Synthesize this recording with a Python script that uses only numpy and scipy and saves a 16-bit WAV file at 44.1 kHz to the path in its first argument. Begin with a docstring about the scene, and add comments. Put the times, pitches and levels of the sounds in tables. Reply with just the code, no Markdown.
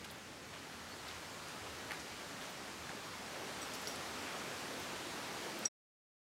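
"""On a dirt path with dry leaves, beside a wall, soft uneven steps begin, with crunching grit and short knocks.
A broad rush, probably distant water in the gorge and wind, rises twice: past the wall, then at the edge.
A far bird peeps twice near 0.9 s; the walker's last step at 3.6 s brings clinks of a small metal piece.
The rush, gusts and a few leaf flicks go on until a final clink near 5.65 s and a quick fade to silence.
Steps and rush are shaped noise, knocks and metal are decaying sines, and the bird is gliding sines."""
import sys
import numpy as np
from scipy import signal
from scipy.fft import rfft, irfft
from scipy.io import wavfile
from scipy.ndimage import uniform_filter1d

SR = 44100
rng = np.random.default_rng(int(sys.argv[2]) if len(sys.argv) > 2 else 0)


def inscribe(sig):
    """Save sig as 16-bit PCM at rate SR to the path in sys.argv[1].

    A 1-D sig is mono; a 2-D sig holds one channel per row.
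    Samples are clipped to [-1, 1] before scaling.
    """
    pcm = np.round(np.clip(np.atleast_2d(sig).T, -1, 1) * 32767)
    wavfile.write(sys.argv[1], SR, pcm.astype(np.int16))


N = 280035  # samples, 6.35 s


def amp(db):
    """Decibels to gain."""
    return 10 ** (np.asarray(db) / 20)


def evened(x):
    """Scales to an rms of 1."""
    return x / np.sqrt(np.mean(x ** 2) + 1e-20)


def read(points, hz):
    """Reads a spectrum on a log-frequency axis."""
    f, value = np.transpose(points)
    return np.interp(np.log(hz + 1), np.log(f + 1), value)


def add(mix, s, sound):
    """Mixes a sound in at time s, in seconds."""
    part = mix[max(round(s * SR), 0):][:len(sound)]
    part += sound[:len(part)]


def coloured(x, gain):
    """Filters x by a gain that is a function of frequency."""
    hz = np.fft.rfftfreq(len(x), 1 / SR) + 1  # the offset avoids 0 Hz
    return irfft(rfft(x) * gain(hz), len(x))


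def hump(x, hz, octaves):
    """Keeps a bell of frequencies around hz."""
    return coloured(x, lambda f: np.exp(-(np.log2(f / hz) / octaves) ** 2 / 2))


def waver(count, rate_hz):
    """A smooth random wander of rms 1."""
    return evened(coloured(rng.standard_normal(count), lambda f: np.exp(-(f / rate_hz) ** 2)))


def crunch(level_db, length_s, hz, octaves, grains_per_s=1500, spread_db=4, slide=0.47):
    """A burst of tiny fractures of uneven size, over the fine noise of sliding dust."""
    u = np.arange(SR // 4) / SR / length_s
    press = u * np.exp(1 - 3 * u) * 3  # peaks a third of the way through the length
    chance = rng.random(len(u))
    sizes = rng.exponential(1, len(u))
    dust = rng.standard_normal(len(u))
    breaks = chance < grains_per_s / SR
    grains = breaks * np.sign(dust) * amp(spread_db * np.minimum(sizes, 3))
    sound = hump((evened(grains) + slide * dust) * press, hz, octaves)
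    rms = np.sqrt(np.sum(sound ** 2) / (length_s * SR))
    return amp(level_db) * sound / rms


def knock(peak_db, hz, decay_s):
    """A heavily damped ring of a few cycles; peak_db is the top of its envelope."""
    t = np.arange(SR // 20) / SR
    envelope = t / decay_s * np.exp(1 - t / decay_s)
    return amp(peak_db) * envelope * np.sin(2 * np.pi * hz * t)


# Footfalls on the dirt, heel then toe: start_s, heel_level_db, heel_length_s, heel_centre_hz,
# heel_width_octaves, toe_delay_s, toe_level_db, toe_centre_hz
FOOTFALLS = [ (0.043, -50, 0.012, 1900, 1.4, 0.051, -59.5, 3620),
             (0.525, -54, 0.055, 1450, 1.1, 0.11, -73, 2000),
             (1.042, -56, 0.12, 1800, 1.1, 0.035, -56, 4200),
             (1.471, -59, .037, 2400, 1.2, 0.14, -62, 1500), (1.907, -50, 0.032, 1750, .6, .086, -54, 5700),
             (2.398, -56.5, 0.088, 2400, 1.3, 0.075, -65, 5000),
             (2.885, -56, 0.068, 1000, 0.94, .07, -65, 4500),
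             (3.614, -54.5, 0.043, 1700, 1.1, 0.12, -52, 5400), ]
# Dry leaves flicking: start_s, level_db, length_s, centre_hz
LEAF_FLICKS = [ (0.044, -67, .014, 10500), (0.105, -63, 0.013, 11000), (0.1131, -54, .003, 10500),
               (0.1205, -58, .003, 14000), (1.075, -67, .02, 11000), (1.478, -64.5, .03, 9000),
               (1.9086, -54.5, .003, 8970), (1.9175, -54.5, .004, 10960), (1.928, -62, .018, 9800),
               (2.49, -63.5, .022, 14500), (3.734, -53.5, .011, 8500), (3.742, -56.5, .016, 12000),
               (3.812, -61.5, .022, 11500), (3.875, -52, 0.008, 10960), (3.888, -62.5, .02, 13000),
               (3.953, -55, 0.011, 9000), (4.797, -55, .008, 14530), (5.587, -55, .010, 13900), ]
# Short knocks underfoot; the one at 3.8728 s is probably the metal being struck:
# start_s, peak_db, pitch_hz, decay_s
SHORT_KNOCKS = [ (0.0445, -43, 1740, 0.00025), (0.0475, -43, 1490, 0.00043), (0.1074, -46, 3820, 0.00027),
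                (0.1500, -40, 1400, 0.00035), (0.5390, -44, 3200, .00018), (1.0849, -38, 4950, .0003),
                (1.0885, -43, 3830, .0006), (1.1124, -41, 3050, .0004), (1.4854, -39, 5600, 0.00017),
                (1.9020, -43.5, 2190, .0004), (1.9093, -29, 2050, .00036), (1.9163, -34.5, 1800, .0006),
                (1.9188, -29.5, 4000, .00012), (1.9196, -31.5, 1800, .00033), (1.9245, -43, 1500, .0005),
                (1.9332, -38, 2000, .0004), (1.9468, -40, 2200, .0005), (2.4239, -40, 3800, .0003),
                (2.8697, -40, 1600, .0005), (2.8936, -33.5, 1700, .00034), (3.8728, -27.5, 4900, .00025), ]
# The weight of the foot landing on soil: start_s, peak_db (before the low cut), pitch_hz
SOIL_THUDS = [(1.911, -45, 760), (1.916, -46, 330), (2.897, -39, 230), (2.8995, -43, 750),
              (2.933, -42.5, 480), (2.949, -41.5, 250)]
# The sole drags just ahead of the heel; its level is relative to the heel
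SCUFF_LEAD_S, SCUFF_S, SCUFF_DB, SCUFF_HZ, SCUFF_OCTAVES = 0.03, 0.14, -11, 1630, 0.79
TOE_S, TOE_OCTAVES = 0.023, 0.33  # the toe rolls off on finer grit
# A leaf snaps in few, sharp grains
LEAF_OCTAVES, LEAF_GRAINS_PER_S, LEAF_SPREAD_DB, LEAF_SLIDE = 0.3, 900, 4, 0.5


def steps(thud_decay_s=0.0014, thud_low_hz=90):
    """Each step scuffs, crunches under the heel and rolls off the toe; leaf flicks, knocks and thuds join in."""
    out = np.zeros(N)
    for s, heel_db, length_s, hz, octaves, toe_delay_s, toe_db, toe_hz in FOOTFALLS:
        add(out, s - SCUFF_LEAD_S, crunch(heel_db + SCUFF_DB, SCUFF_S, SCUFF_HZ, SCUFF_OCTAVES))
        add(out, s, crunch(heel_db, length_s, hz, octaves))
        add(out, s + toe_delay_s, crunch(toe_db, TOE_S, toe_hz, TOE_OCTAVES))
    for s, *shape in LEAF_FLICKS:
        add(out, s, crunch(*shape, LEAF_OCTAVES, LEAF_GRAINS_PER_S, LEAF_SPREAD_DB, LEAF_SLIDE))
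    for s, *shape in SHORT_KNOCKS:
        add(out, s, knock(*shape))
    low_cut = signal.butter(2, thud_low_hz, "high", fs=SR)
    for s, *shape in SOIL_THUDS:
        add(out, s, signal.lfilter(*low_cut, knock(*shape, thud_decay_s)))
    return out


# The metal piece swinging against its clasp: start_s, level_db (before the trim in the mix), pitch_factor,
# tilt_db_per_octave (from the first mode up), twisting_modes_db, rasp_db (relative to level_db)
METAL_CONTACTS = [ (3.6170, -48, 1.015, 13, 3, -8), (3.6275, -55, 1.018, 16, 3, -5),
                  (3.8741, -44.5, .996, 13, -6, -6), (3.8840, -47, .996, 20, -11, 1),
                  (3.8950, -47, 1.001, 11, -6, -10), (3.9130, -51.5, .998, 10, -7, -3),
                  (3.9280, -56, 1, 8, -6, -6), (5.6521, -41, 1, 0, -3, 8), (5.6545, -41, 1, -2, 10, 12),
                  (5.6565, -28.3, 1, -6, 3, -15), ]
# Its modes, some in close pairs where the clasp damps one of the two:
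# pitch_hz (before pitch_factor), level_db (relative), t60_s, twisting (0 bending, 1 twisting)
METAL_MODES = [ (5680, -2, .16, 0), (5660, 3.5, .026, 0), (7915, -10, .12, 1), (7990, -5, .022, 1),
               (11235, -25, .12, 0), (14720, -30, .07, 1), ]
CHATTER_HZ, CHATTER_DB, CHATTER_BEND = 170, 2.2, 0.005  # rate, rms depth, rms share of the pitch


def clinks(rasp_hz=5800, rasp_octaves=0.33, rasp_decay_s=0.0031, contact_s=0.00045):
    """Each contact rasps and rings the metal's modes; chatter on the clasp wavers strength and pitch."""
    t = np.arange(SR // 4) / SR
    out = np.zeros(N)
    first_hz = METAL_MODES[0][0]
    for s, level_db, pitch, tilt_db, twist_db, rasp_db in METAL_CONTACTS:
        bend = CHATTER_BEND * np.cumsum(waver(len(t), CHATTER_HZ)) / SR
        clock = pitch * (t + bend)  # running time, stretched by the pitch and its waver
        ring = np.zeros(len(t))
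        for hz, db, t60_s, twists in METAL_MODES:
            mode_db = db + tilt_db * np.log2(hz / first_hz) + twist_db * twists
            strength = amp(mode_db + CHATTER_DB * waver(len(t), CHATTER_HZ))
            ring += strength * np.exp(-np.log(1000) * t / t60_s) * np.sin(2 * np.pi * hz * clock)
        rasp = evened(hump(rng.standard_normal(len(t)), rasp_hz, rasp_octaves)) * np.exp(-t / rasp_decay_s)
        onset = 1 - np.exp(-t / contact_s)
        add(out, s, amp(level_db) * (ring + amp(rasp_db) * rasp) * onset)
    return out


# The path opens out twice, past the wall and at the edge: start_s, length_s, hiss_gain_db, roar_gain_db
PATH_OPENINGS = [(0.358, 1.95, 4, 3), (3.068, 1.32, 3, 4.5)]
SHADED_HISS_DB, SHADED_ROAR_DB = -54.5, -58.5  # the rush as heard from behind the wall
HISS_RAMP_SHARE = 0.72  # the hiss completes its rise in this share of the opening's length


def openness():
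    """Levels of hiss and roar in dB: each opening lifts both along a smooth ramp, the hiss sooner."""
    t = np.arange(N) / SR
    hiss_db, roar_db = SHADED_HISS_DB, SHADED_ROAR_DB

    def ramp(u):
        return np.sin(np.pi / 2 * np.clip(u, 0, 1))

    for s, length_s, hiss_gain_db, roar_gain_db in PATH_OPENINGS:
        hiss_db = hiss_db + hiss_gain_db * ramp((t - s) / (length_s * HISS_RAMP_SHARE))
        roar_db = roar_db + roar_gain_db * ramp((t - s) / length_s)
    return hiss_db, roar_db


# Spectrum of the broad rush, probably distant water in the gorge and wind; shared by roar and hiss:
# frequency_hz, relative_db
RUSH_SPECTRUM = [(59, -41), (100, 4.5), (129, 1), (177, -2.5), (205, 0.5), (254, -2), (341, -2),
                 (489, -3.5), (715, -4), (1410, -5), (2830, -9), (5010, -12), (7030, -15), (12400, -25),
                 (15700, -31.5)]
# Spectrum of the steady rumble: frequency_hz, relative_db
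RUMBLE_SPECTRUM = [(20, -35.5), (35, -21), (50, -7.5), (62, -12.5), (79, 2.5), (100, -2.5), (160, -1),
                   (280, -3), (400, -12), (650, -27.5), (1500, -48)]
RUMBLE_DB = -60


def rush(patchy_db=0.72, low_hz=170, split_hz=800):
    """A steady rumble bends round the wall; roar and hiss swell as the wall stops shading them."""
    bins = 2048 // 2 + 1
    real, imag, patches = rng.standard_normal((3, N // 512 + 5, bins))
    patches = uniform_filter1d(patches, size=7, axis=0)  # smooth along time
    patches = evened(uniform_filter1d(patches, size=24, axis=1))  # and along frequency
    field = (real + 1j * imag) * amp(patchy_db * patches)  # eddies leave the noise slightly lumpy
    air = signal.istft(field.T, nperseg=2048, noverlap=1536)[1][:N]

    def above(f, edge_hz):
        return 1 / (1 + (edge_hz / f) ** 3)

    def roar_band(f):
        return above(f, low_hz) - above(f, split_hz)

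    hiss = coloured(air, lambda f: amp(read(RUSH_SPECTRUM, f)) * above(f, split_hz))
    roar = coloured(air, lambda f: amp(read(RUSH_SPECTRUM, f)) * roar_band(f))
    rumble = coloured(rng.standard_normal(N), lambda f: amp(read(RUMBLE_SPECTRUM, f)))
    hiss_db, roar_db = openness()
    return evened(hiss) * amp(hiss_db) + evened(roar) * amp(roar_db) + evened(rumble) * amp(RUMBLE_DB)


# Gusts in the nearer foliage: middle_s, length_s, level_db, centre_hz
FOLIAGE_GUSTS = [(0.72, .4, -61, 1700), (1.48, 0.8, -57.5, 950), (1.9, 0.36, -58.5, 600),
                 (2.55, 0.61, -57.5, 900), (3.42, 0.33, -52, 460), (4.3, 0.7, -54, 1350),
                 (5.561, 0.28, -52.5, 350)]
# Slow low swells near 80 Hz in the rumble: middle_s, length_s, level_db
LOW_SWELLS = [(1.1, 0.42, -63.5), (1.68, .25, -63), (1.98, .3, -65.5), (3.583, .4, -64.5),
              (4.117, 0.32, -63)]
GUST_OCTAVES, LOW_SWELL_HZ, LOW_SWELL_OCTAVES = 0.79, 80, 0.25


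def gusts(flutter_db=0.5):
    """Bands of noise swell and flutter as gusts in the nearer foliage; a low band swells slowly in the rumble."""
    t = np.arange(N) / SR

    def swell(middle_s, length_s):
        return np.sin(np.pi * np.clip((t - middle_s) / length_s + 0.5, 0, 1))

    def band(hz, octaves):
        return evened(hump(rng.standard_normal(N), hz, octaves))

    foliage = np.zeros(N)
    for middle_s, length_s, db, hz in FOLIAGE_GUSTS:
        foliage += amp(db) * swell(middle_s, length_s) * band(hz, GUST_OCTAVES)
    low_level = sum(amp(db) * swell(middle_s, length_s) for middle_s, length_s, db in LOW_SWELLS)
    low = low_level * band(LOW_SWELL_HZ, LOW_SWELL_OCTAVES)
    return foliage * amp(flutter_db * waver(N, rate_hz=16)) + low


# A far bird: start_s, level_db, length_s, start_hz, end_hz
BIRD_PEEPS = [ (0.903, -53.5, .042, 4330, 4480), (0.981, -52.5, .024, 4570, 4240), ]


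def bird():
    """Two thin, gliding whistles: sines whose pitch moves in a straight line under a rounded swell."""
    out = np.zeros(N)
    for s, level_db, length_s, start_hz, end_hz in BIRD_PEEPS:
        hz = np.linspace(start_hz, end_hz, round(length_s * SR))
        swell = np.sin(np.linspace(0, np.pi, len(hz)))
        add(out, s, amp(level_db) * swell * np.sin(2 * np.pi * np.cumsum(hz) / SR))
    return out


def scatter(x, t60_s=0.63):
    """Short, sparse reflections from the ground, the wall and the trees."""
    t = np.arange(SR // 3) / SR
    taps = rng.standard_normal(len(t)) * (rng.random(len(t)) < 2000 / SR)  # about 2000 per second
    taps *= t > 0.004  # the first reflection arrives after 4 ms
    taps *= np.exp(-np.log(1000) * t / t60_s)
    return signal.fftconvolve(x, taps / np.linalg.norm(taps))[:N]


def scene(wet_db=-12, metal_db=-1.5):
    """One microphone feeds both channels; only the steps layer is heard reflected."""
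    feet = steps()
    mix = rush() + gusts() + bird() + feet + amp(wet_db) * scatter(feet) + amp(metal_db) * clinks()
    return np.array([mix, mix])


FADE_START_S, FADE_END_S = 5.657, 5.686
EDGE_HZ = 15850  # upper limit of the band


def record(dry):
    """A quick fade to silence, then a steep low-pass limits the band."""
    faded = dry * np.interp(np.arange(N) / SR, [FADE_START_S, FADE_END_S], [1, 0])
    low_pass = signal.firwin(801, EDGE_HZ, window=("kaiser", 9), fs=SR)
    return signal.oaconvolve(faded, low_pass[None], "same")


dry = scene()
out = record(dry)
inscribe(out)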